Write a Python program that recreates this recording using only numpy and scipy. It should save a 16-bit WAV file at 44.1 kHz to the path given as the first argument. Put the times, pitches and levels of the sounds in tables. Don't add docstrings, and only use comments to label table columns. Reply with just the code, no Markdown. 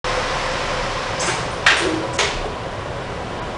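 import sys
import numpy as np
from scipy import signal
from scipy.io import wavfile

SR = 44100
rng = np.random.default_rng(int(sys.argv[2]) if len(sys.argv) > 2 else 0)


def rack_gain(trim_db):
    fader = np.asarray(trim_db, float)
    return 10 ** (fader / 20)


def wav_out(sig):
    wavfile.write(sys.argv[1], SR, np.round(np.clip(np.atleast_2d(sig).T, -1, 1) * 32767).astype(np.int16))


N = 157437


def rms_one(x):
    return x / np.sqrt(np.mean(x ** 2) + 1e-20)


def in_time(rows):
    return np.interp(np.arange(N) / SR, *np.transpose(rows))


def at_hz(points, hz):
    table_hz, value = np.transpose(points)
    return np.interp(np.log(hz), np.log(table_hz), value)


def drift(rate_hz, size):
    hop = 40
    settle = 2000
    r = np.exp(-2 * np.pi * hop * rate_hz / SR)
    white = rng.standard_normal(size // hop + settle + 2)
    slow = signal.lfilter([1], [1, -2 * r, r * r], white)[settle:]
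    return np.interp(np.arange(size) / hop, np.arange(len(slow)), rms_one(slow))


def resonate(x, hz, width_hz):
    r = np.exp(-np.pi * width_hz / SR)
    pole_pair = [1, -2 * r * np.cos(2 * np.pi * hz / SR), r * r]
    return signal.lfilter([(1 - r * r) / 2, 0, (r * r - 1) / 2], pole_pair, x)


def resonate_twice(x, hz, width_hz):
    return rms_one(resonate(resonate(x, hz, width_hz), hz, width_hz))


def bands(spectrum, size, shape=lambda hz: 1):
    low_hz, top_hz, settle = spectrum[0][0], 12000, 4000
    edges = np.geomspace(low_hz, top_hz, 2 + int(3 * np.log2(top_hz / low_hz)))
    white = rng.standard_normal((2, size + settle))
    total = 0
    for k, (a, b) in enumerate(zip(edges, edges[1:])):
        centre_hz = np.sqrt(a * b)
        band_pass = signal.butter(2, [a, b], "band", fs=SR, output="sos")
        band = signal.sosfilt(band_pass, white[k % 2])[settle:]
        total = total + rack_gain(at_hz(spectrum, centre_hz)) * shape(centre_hz) * band
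    return total


# f/Hz, t60/s
CAR_T60 = [(300, 0.97), (1000, 0.82), (2000, 0.7), (4000, 0.93), (7000, 0.66), (10000, 0.47)]


def dying(hz, attack_s, crack_db=0., stretch=1.):
    t = np.arange(SR) / SR
    decay = rack_gain(-60 * t / (stretch * at_hz(CAR_T60, hz)))
    crack = (rack_gain(crack_db) - 1) * np.exp(-t / 0.0071)
    return (1 - np.exp(-t / attack_s)) * (decay + crack)


def place(rows, rings):
    out = np.zeros(N + SR)
    for (s, db, *_), ring in zip(rows, rings):
        start = int(s * SR)
        out[start:start + SR] += rack_gain(db) * ring
    return out[:N]


def blow(colour, rings, ring_db, attack_s, crack_db, stretch):
    drive = rms_one(bands(colour, SR))
    wash = bands(colour, SR, lambda hz: dying(hz, attack_s, crack_db, stretch))
    wash = wash / np.std(bands(colour, SR // 4))
    out = rack_gain(2.1 * drift(120, SR)) * wash
    for hz, width_hz, db in rings:
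        envelope = dying(hz, attack_s, crack_db, 0.72 * stretch)
        out = out + rack_gain(db + ring_db) * envelope * rms_one(resonate(drive, hz, width_hz))
    return out


def contact(rows, *body, **settings):
    return place(rows, [blow(*body, **settings) for _ in rows])


# t/s, level/dB
CLANKS = [
    (1.663, -12.5),
    (1.677, -22),
    (1.699, -23),
    (1.711, -40),
]
# f/Hz, level/dB per Hz
CLANK_COLOUR = [(300, -42), (650, -7.5), (1000, -7), (1660, 0.5), (3200, -10.5), (4300, -13.5), (6000, -17),
                (9600, -31.5)]
# f/Hz, width/Hz, level/dB
CLANK_RINGS = [ (900, 220, -4), (1580, 120, -3.5), (2880, 900, -1.5), (1970, 30, -10), (2360, 50, -24),
               (2740, 79, -6.5), (3200, 160, -2), (3590, 110, -8)]


def clank():
    return contact(CLANKS, CLANK_COLOUR, CLANK_RINGS,
                   ring_db=-8.5, attack_s=0.00086, crack_db=6, stretch=0.97)


# t/s, level/dB
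LATCH = [
    (2.187, -18),
    (2.199, -21),
    (2.235, -30),
]
# f/Hz, level/dB per Hz
LATCH_COLOUR = [(300, -16), (500, -5.5), (1100, -9), (2190, -3), (3600, -10.5), (6150, -14.5), (9600, -26)]
# f/Hz, width/Hz, level/dB
LATCH_RINGS = [ (1020, 210, 5.5), (1410, 50, -11), (1880, 95, -3), (2180, 40, -6), (3060, 220, -2),
               (3460, 200, 0), (6500, 310, 1)]


def latch():
    return contact(LATCH, LATCH_COLOUR, LATCH_RINGS,
                   ring_db=-12.5, attack_s=0.0015, crack_db=6.5, stretch=0.85)


# t/s, level/dB
BUMP = [
    (1.215, -22.5),
    (1.272, -22),
    (1.292, -29.5),
    (1.33, -32),
]
# f/Hz, level/dB per Hz
BUMP_COLOUR = [(180, -36), (300, -5), (600, -3), (1230, -1.5), (3000, -11), (5000, -12.5), (9600, -30)]
# f/Hz, width/Hz, level/dB
BUMP_RINGS = [ (897, 18, -2.5), (1014, 60, -16), (1660, 41, 2), (2240, 230, 2.5), (2800, 120, -6)]


def bump():
    return contact(BUMP, BUMP_COLOUR, BUMP_RINGS,
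                   ring_db=-7.5, attack_s=0.0043, crack_db=1.0, stretch=0.8)


def groan():
    start_s, level_db = 1.803, -20.5
    from_hz, to_hz, sag_s = 370, 323.4, 0.0302
    hold_s, t60_s = .17, 0.79
    t = np.arange(SR) / SR
    hz = to_hz + (from_hz - to_hz) * np.exp(-t / sag_s)
    fade_db = -15 * t - 60 * np.maximum(t - hold_s, 0) / t60_s
    shape = (1 - np.exp(-t / 0.0026)) * rack_gain(fade_db + 1.7 * drift(27, SR))
    phase = np.cumsum(2 * np.pi * hz * (1 + .015 * drift(13, SR)) / SR)
    return place([(start_s, level_db)], [shape * np.sin(phase)])


# t/s, level/dB, f/Hz, t60/s
THUDS = [(1.274, -19, 363, 0.17), (1.712, -17.5, 395, 0.18), (1.807, -24, 433, 0.17), (1.85, -15, 376, .2),
         (1.878, -21.5, 487, 0.35), (1.92, -23, 353, 0.57), (2.19, -18, 420, .15), (.69, -27.5, 515, 0.34),
         (.33, -26.5, 511, .4), (1.6641, -4, 1675, 0.04), (1.682, -13, 1593, 0.15),
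         (1.698, -17, 1770, 0.039), (2.025, -23, 546, 0.41), (2.21, -22.5, 405, 0.37),
         (2.443, -21.5, 722, 0.078), (2.455, -18.5, 428, 0.13), (.165, -18.5, 507.5, 0.24)]


def thuds():
    t = np.arange(SR) / SR
    rings = []
    for _, _, hz, t60_s in THUDS:
        envelope = (1 - np.exp(-t * hz / 1.6)) * rack_gain(-60 * t / t60_s)
        modes = np.sin(2 * np.pi * hz * t) + 0.47 * np.sin(2 * np.pi * 1.13 * hz * t)
        rough = 0.58 * rms_one(resonate(rng.standard_normal(SR), hz, 140))
        rings.append(envelope * (modes + rough))
    return place(THUDS, rings)


# t/s, level/dB, f/Hz, width/Hz
TICKS = [(1.194, -29, 5140, 900), (1.196, -27, 6340, 714), (1.203, -29, 7650, 550),
         (1.198, -34.5, 8700, 2520), (1.259, -30, 8400, 2520), (1.262, -36, 6600, 1200),
         (1.51, -45, 9100, 1500), (1.765, -31.5, 8850, 1600), (1.77, -32.5, 5770, 3500),
         (2.13, -40, 8000, 1490), (2.135, -35, 5800, 3020)]


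def ticks():
    rings = []
    for _, _, hz, width_hz in TICKS:
        tick = resonate_twice(rng.standard_normal(SR), hz, width_hz)
        rings.append(dying(hz, 0.0016, stretch=0.96) * tick)
    return place(TICKS, rings)


# t/s, level/dB
RUMBLE = [
    (0, -36),
    (.9, -37),
    (1.1, -44.5),
    (1.7, -56),
    (2.3, -46),
    (2.38, -31.5),
    (2.6, -52),
    (3.6, -55),
]


def rumble():
    hz = 29.1 * (1 + .07 * drift(2.84, N))
    phase = np.cumsum(2 * np.pi * hz / SR)
    return rack_gain(in_time(RUMBLE) + 6 + 1.5 * drift(4, N)) * np.sin(phase)


def air(spectrum, tones):
    out = rms_one(bands(spectrum, N))
    for hz, width_hz, db in tones:
        swell = rack_gain(db + 1.12 * drift(3.9, N))
        out = out + swell * resonate_twice(rng.standard_normal(N), hz, width_hz)
    return out


# t/s, level/dB
GAP = [
    (0, -23.5),
    (.5, -25),
    (1.1, -27.5),
    (1.6, -32.5),
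    (2.1, -36),
    (2.5, -41.5),
    (3.6, -39.5),
]
# f/Hz, level/dB per Hz
HALL = [(90, -34), (150, -7), (270, -31), (500, -13.5), (1000, -7), (2010, -11.5), (5440, -21),
        (9600, -37.5)]
# f/Hz, width/Hz, level/dB
HALL_TONES = [(511.8, 28, -8.5), (558.6, 26, -19), (1043, 84, -9.5), (941, 23, -19.5), (1970, 80, -17.5),
              (5280, 390, -18), (122.4, 32, -16.5)]


def hall():
    return rack_gain(in_time(GAP)) * air(HALL, HALL_TONES)


# f/Hz, level/dB per Hz
FAN = [(26, -4), (50, -5), (150, -8.5), (260, -9.5), (554, -4), (1100, -12.5), (1250, -11.5), (9600, -41)]
# f/Hz, width/Hz, level/dB
FAN_TONES = [(112.6, 48, -8), (495.6, 16, -25.5), (550, 21.6, -12), (984.3, 27, -12), (1080, 82, -14),
             (176, 12, -17), (247, 15, -21.5), (405, 24, -19), (741, 59, -14), (2920, 1200, -18),
             (70, 14, -15)]


def fan():
    level_db = -28.5
    return rack_gain(level_db) * air(FAN, FAN_TONES)


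def scene():
    doors = clank() + latch() + bump() + groan() + thuds() + ticks()
    return (doors + rumble() + hall() + fan())[None]


def band_limit(x):
    return signal.sosfilt(signal.butter(12, 11110, fs=SR, output="sos"), x)


# t/s, length/s, above f/Hz
STARVED = [
    (2.17, 0.012, 3000),
    (3.4, 0.02, 5300),
    (1.63, 0.0093, 9500),
    (0.5, 0.014, 9200),
]


def record(dry):
    start_s, ceiling, top_hz = .0425, 1.05, 10030
    t = np.arange(N) / SR
    x = np.clip((t - start_s) / .001, 0, 1) * ceiling * np.tanh(dry / ceiling)
    for s, length_s, hz in STARVED:
        dull = signal.sosfiltfilt(signal.butter(4, hz, fs=SR, output="sos"), x)
        window = np.clip(np.minimum(t - s, s + length_s - t) / .002, 0, 1)
        x = x + .95 * window * (dull - x)
    x = signal.sosfilt(signal.ellip(12, .5, 55, top_hz, fs=SR, output="sos"), x)
    return band_limit(x)


dry = scene()
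out = record(dry)
wav_out(out)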